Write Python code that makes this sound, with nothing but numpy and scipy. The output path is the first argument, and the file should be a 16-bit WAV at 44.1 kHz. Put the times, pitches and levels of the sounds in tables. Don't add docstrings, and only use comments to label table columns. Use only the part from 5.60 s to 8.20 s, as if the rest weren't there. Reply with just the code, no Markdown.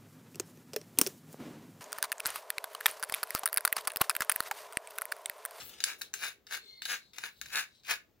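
import sys
import numpy as np
from scipy import signal
from scipy.fft import rfft, irfft
from scipy.io import wavfile
from scipy.ndimage import uniform_filter1d

SR = 44100
rng = np.random.default_rng(int(sys.argv[2]) if len(sys.argv) > 2 else 0)


def master_out(mix):
    frames = np.transpose(np.atleast_2d(mix))
    ceiling = np.clip(frames, -1, 1)
    pcm = np.round(ceiling * 32767).astype(np.int16)
    wavfile.write(sys.argv[1], SR, pcm)


def ratio_of_db(decibels):
    return 10 ** (np.asarray(decibels, float) / 20)


N = 114660
T = np.arange(N) / SR

# centre_hz, width_hz, level_db
BODY_MODES = [
    (454, 96, -17),
    (711, 50, -14),
    (950, 42, -11.5),
]
# centre_hz, width_hz, level_db
SHELL_MODES = [(1350, 209, -3), (1413.5, 257.5, 0.5), (1683, 605, -5), (2262, 317, 0), (2826, 343, -2.5)]
# centre_hz, width_hz, level_db
JAW_MODES = [
    (3653, 280, -0.5),
    (3994, 1320, -6),
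    (5413, 520, -9),
]
# centre_hz, width_hz, level_db
METAL_MODES = [(6248, 620, -10), (7740, 2370, -18.5), (10970, 520, -11), (14210, 570, -16.5),
               (15120, 1240, -19)]


def level(x, db):
    return x * ratio_of_db(db) / np.sqrt(np.mean(x ** 2))


def band(x, hz, width_hz):
    return signal.lfilter(*signal.iirpeak(hz, hz / width_hz, fs=SR), x)


def ring(x, modes):
    return sum((-1) ** k * ratio_of_db(db) * band(x, hz, width_hz) for k, (hz, width_hz, db) in enumerate(modes))


def walk(rate_hz):
    hold = int(SR / rate_hz)
    steps = np.repeat(rng.standard_normal(N // hold + 1), hold)
    return 1.2 * uniform_filter1d(steps, hold)[:N]


def on_log(table, hz):
    table = np.array(table, float)
    return np.interp(np.log(hz + 1), np.log(table[:, 0]), table[:, 1])


def decay(t, t60_s):
    return np.exp(-np.log(1000) * t / t60_s)


def burst(t60_s):
    t = T[:int(.08 * SR)]
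    return rng.standard_normal(len(t)) * decay(t, t60_s)


def gears():
    grips = [.2035, .539, .8675, 1.22, 1.534, 1.8135, 2.234]
    # fastest_s, peak_db, creep_db, teeth_per_s
    twists = [(.295, -43, -53, 227), (.645, -42, -51.5, 219), (.938, -40.5, -61, 230),
              (1.315, -39.5, -47.5, 236), (1.65, -45, -54, 220), (1.971, -38, -60, 226),
              (2.303, -36, -59.5, 244)]
    # rise_s, fall_s, creep_growth_db_per_s, treble_db, tooth_db
    swings = [(.03, .03, 25.5, -4, -6.5), (.022, 0.036, 49, -3.5, -2.), (.018, .025, 65, -2.5, -3.5),
              (0.017, .03, 39, -3.5, 0), (.012, .025, 45, -7, -4), (.028, .035, 57, -3, -1.5),
              (.013, .027, 330.5, -7., -1)]
    force, teeth_force = np.zeros(N), np.zeros(N)
    rate, treble = np.zeros(N), np.ones(N)
    for grip_s, twist, motion in zip(grips, twists, swings):
        top_s, peak_db, creep_db, teeth_per_s = twist
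        rise_s, fall_s, growth_db, treble_db, tooth_db = motion
        swing = np.exp(-.5 * ((T - top_s) / np.where(T < top_s, rise_s, fall_s)) ** 2)
        creep = ratio_of_db(creep_db + growth_db * (np.minimum(T, top_s) - grip_s))
        creep = creep * np.where(T < top_s, T > grip_s, swing)
        force += ratio_of_db(peak_db) * swing + creep
        teeth_force += ratio_of_db(peak_db + tooth_db) * swing
        rate = np.maximum(rate, teeth_per_s * swing ** .1)
        treble[T > grip_s] = ratio_of_db(treble_db)

    turns = np.cumsum(rate) / SR
    chance = rng.standard_normal((N // 100, 2))
    tooth = np.arange(1, int(turns[-1]))
    at = np.searchsorted(turns, tooth + .1 * chance[tooth, 0]).clip(0, N - 1)
    blows = np.zeros(N)
    blows[at] = ratio_of_db(3.0 * chance[tooth, 1])

    contact_s = .00012
    thump = signal.lfilter([1], [1, -np.exp(-1 / (contact_s * SR))], blows)
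    thump = level(thump, 0) * teeth_force
    bite = signal.lfilter([1], [1, -.96], blows) * rng.standard_normal(N)
    bite = level(bite, -4.0) * teeth_force
    flicker_db = 3.0 * walk(400)
    grind = level(rng.standard_normal(N) * ratio_of_db(flicker_db), 0)

    unit = np.std(ring(grind, SHELL_MODES))
    low = ring(thump, SHELL_MODES[:3]) + ratio_of_db(-11.0) * ring(thump, SHELL_MODES[3:])
    low = low + ring(ratio_of_db(-6.0) * grind * force, BODY_MODES + SHELL_MODES)
    high = ring((bite + grind * force) * treble, JAW_MODES + METAL_MODES)
    return (low + high) / unit


def knocks():
    # start_s, peak_db, jaw_db, treble_db, rattle_t60_s
    slack_hits = [(0.204, -25.5, 7, 0, 0.046), (0.2084, -35, 3.5, -12, 0.026), (0.2395, -10, 6.5, 4, 0.033),
                  (0.2414, -17, 1, 18, 0.039), (0.4127, -33, -10, -3.5, 0.042), (0.417, -25, 4, 2.5, 0.057),
                  (0.5331, -45, -2, 2, 0.03), (0.5391, -18.5, -4.5, 4, 0.089),
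                  (0.637, -20, -20, -10, 0.035), (0.868, -43, 6.5, -2.0, 0.035),
                  (0.872, -41.5, 5.5, -7, 0.024), (1.2201, -27, 2, -8, 0.02), (1.2537, -25, 3, -3.5, 0.042),
                  (1.534, -46, 8, -11, 0.031), (1.5404, -55, 18.5, -2.0, 0.028),
                  (1.5841, -24.5, -4.5, -5.5, 0.036), (1.6378, -22.5, -7, -13, 0.041),
                  (1.814, -24.5, 0.5, -1, 0.058), (1.8593, -34, -9.5, -6.5, 0.024),
                  (1.8631, -35, 5, -4, 0.026), (1.957, -20.5, 8.5, 1.5, 0.03),
                  (2.2353, -54, 8.5, -17, 0.033), (2.2484, -50, 9, -2.0, 0.033),
                  (2.3175, -26.5, 1.5, 2.5, 0.031)]
    crack_s, rattle_db, blow_size = .00017, -17, 1.76
    thud_db, upper_shell_db, gain_db = -27, -4.0, 1.5
    out = np.zeros(N + SR)
    for start_s, peak_db, jaw_db, treble_db, rattle_t60_s in slack_hits:
        push = burst(crack_s * np.log(1000)) + ratio_of_db(rattle_db) * burst(max(rattle_t60_s, .004))
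        push[:3] += blow_size * np.array([.5, 1, .5])
        parts = [(BODY_MODES, thud_db), (SHELL_MODES[:3], 0), (SHELL_MODES[3:], upper_shell_db),
                 (JAW_MODES, jaw_db), (METAL_MODES, treble_db)]
        hit = sum(level(ring(push, modes), part_db) for modes, part_db in parts)
        i = int(start_s * SR)
        out[i:i + len(hit)] += hit * ratio_of_db(peak_db + gain_db) / np.abs(hit).max()
    return out[:N]


def rubbing():
    # centre_s, level_db, spread_s, centre_hz, width_hz
    rubs = [(.005, -46, 0.023, 2500, 2500), (.065, -54, 0.033, 14500, 2800), (.13, -57, 0.096, 3020, 2100),
            (.395, -58, 0.0081, 14500, 10000), (.45, -60, 0.031, 3800, 520), (1.073, -62, 0.086, 3600, 400),
            (1.41, -65.5, .07, 4100, 364), (2.15, -70, .09, 3900, 790), (1.78, -68, 0.094, 4000, 390),
            (1.771, -69, 0.14, 21000, 4200), (1.1, -79, 0.14, 14000, 1500), (0.16, -65, 0.24, 400, 370),
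            (0.46, -69.5, 0.23, 410, 49), (1.024, -70, 0.086, 410, 43), (0.028, -65, 0.056, 150, 200),
            (1.86, -69, 0.053, 80, 76)]
    out = np.zeros(N)
    for centre_s, level_db, spread_s, hz, width_hz in rubs:
        grain_db = 2.0 * (hz > 1000) * walk(120)
        hiss = band(rng.standard_normal(N) * ratio_of_db(grain_db), hz, width_hz)
        out += level(hiss, level_db) * np.exp(-.5 * ((T - centre_s) / spread_s) ** 2)
    return out


def squeak():
    # time_s, fundamental_db, octave_db
    swell = [
        (.99, -94, -63),
        (1.03, -82.5, -60.5),
        (1.09, -71.5, -61),
        (1.13, -62.5, -58),
        (1.18, -61, -58.5),
        (1.214, -68, -61.5),
        (1.231, -80.5, -41),
    ]
    time_s, low_db, high_db = np.array(swell, float).T
    on = (T > time_s[0]) & (T < time_s[-1])
    wobble = walk(250)
    out = np.zeros(N)
    for harmonic, level_db in ((1, low_db), (2, high_db)):
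        hz, width_hz = harmonic * 2125, harmonic * 35
        fuzz = band(band(rng.standard_normal(N), hz, 2 * width_hz), hz, 4 * width_hz)
        tone = np.sin(2 * np.pi * np.cumsum(hz + width_hz * wobble) / SR)
        throb_db = 2.5 * walk(94)
        out += on * ratio_of_db(np.interp(T, time_s, level_db) + throb_db) * (level(fuzz, -3.0) + tone)
    return out


def late(x, delay_s):
    return np.interp(T - delay_s, T, x)


def sway(delay_s):
    return np.round((delay_s + .00007 * walk(8)) * SR) / SR


def room(x):
    t = T[:int(.5 * SR)]
    noise = rng.standard_normal((2, len(t)))
    low = signal.lfilter(*signal.butter(1, 3500, fs=SR), noise)
    gap_s, low_t60_s, treble_t60_s = .0051, .21, .17
    tail = low * decay(t, low_t60_s) + (noise - low) * decay(t, treble_t60_s)
    tail = tail * (t > gap_s)
    tail = tail * ratio_of_db(-9) / np.sqrt(np.sum(tail ** 2) / 2)
    return signal.fftconvolve(x[None], tail, axes=1)[:, :N]


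def floor():
    # hz, db_per_hz
    noise_colour = [(25, -25), (55, -9), (200, -11), (410, -13.5), (1150, -25), (7000, -34), (9500, -45),
                    (15500, -29)]
    hz = np.fft.rfftfreq(N, 1 / SR)
    spectra = rfft(rng.standard_normal((2, N))) * ratio_of_db(on_log(noise_colour, hz)) * (hz > 20)
    mid, side = irfft(spectra, N)
    side = side * ratio_of_db(-6)
    return level(np.array([mid + side, .8 * (mid - side)]) * ratio_of_db(1.0 * walk(5)), -71)


def scene():
    # delay_s, left_db, right_db
    echoes = [
        (.0007, -9.5, -30.5),
        (.0013, -31.5, -9.5),
        (.0024, -10, -23),
    ]
    # hz, difference_db
    port_colour = [(300, 0.5), (1500, 3), (2500, -2), (4200, 2.5), (8000, 7.5), (11000, 1), (15500, 11.5)]
    # hz, gain_db
    mic_colour = [(1000, 0), (8000, 2), (9200, 2.5), (10500, 2.5), (11600, 2.5), (12400, 1.5), (13600, 2.5)]
    drill = gears() + knocks() + rubbing() + squeak()
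    shadow_hz, far_port_s = 2564, .00019
    low = signal.filtfilt(*signal.butter(2, shadow_hz, fs=SR), drill)
    far = low + late(drill - low, sway(far_port_s))
    both = np.array([drill, far]) + room(drill)
    for delay_s, left_db, right_db in echoes:
        both = both + ratio_of_db(np.array([[left_db], [right_db]])) * late(drill, sway(delay_s))
    hz = np.fft.rfftfreq(N, 1 / SR)
    tilt = ratio_of_db(on_log(port_colour, hz) / 2)
    colour = ratio_of_db(on_log(mic_colour, hz)) * np.array([tilt, 1 / tilt])
    return irfft(rfft(both) * colour, N) + floor()


def band_limit(x):
    return signal.sosfilt(signal.butter(12, 17140, fs=SR, output="sos"), x)


def record(dry):
    top_cut = signal.ellip(6, .3, 30, 15900, fs=SR, output="sos")
    mix = signal.sosfilt(top_cut, dry)
    return band_limit(mix)


dry = scene()
out = record(dry)
master_out(out)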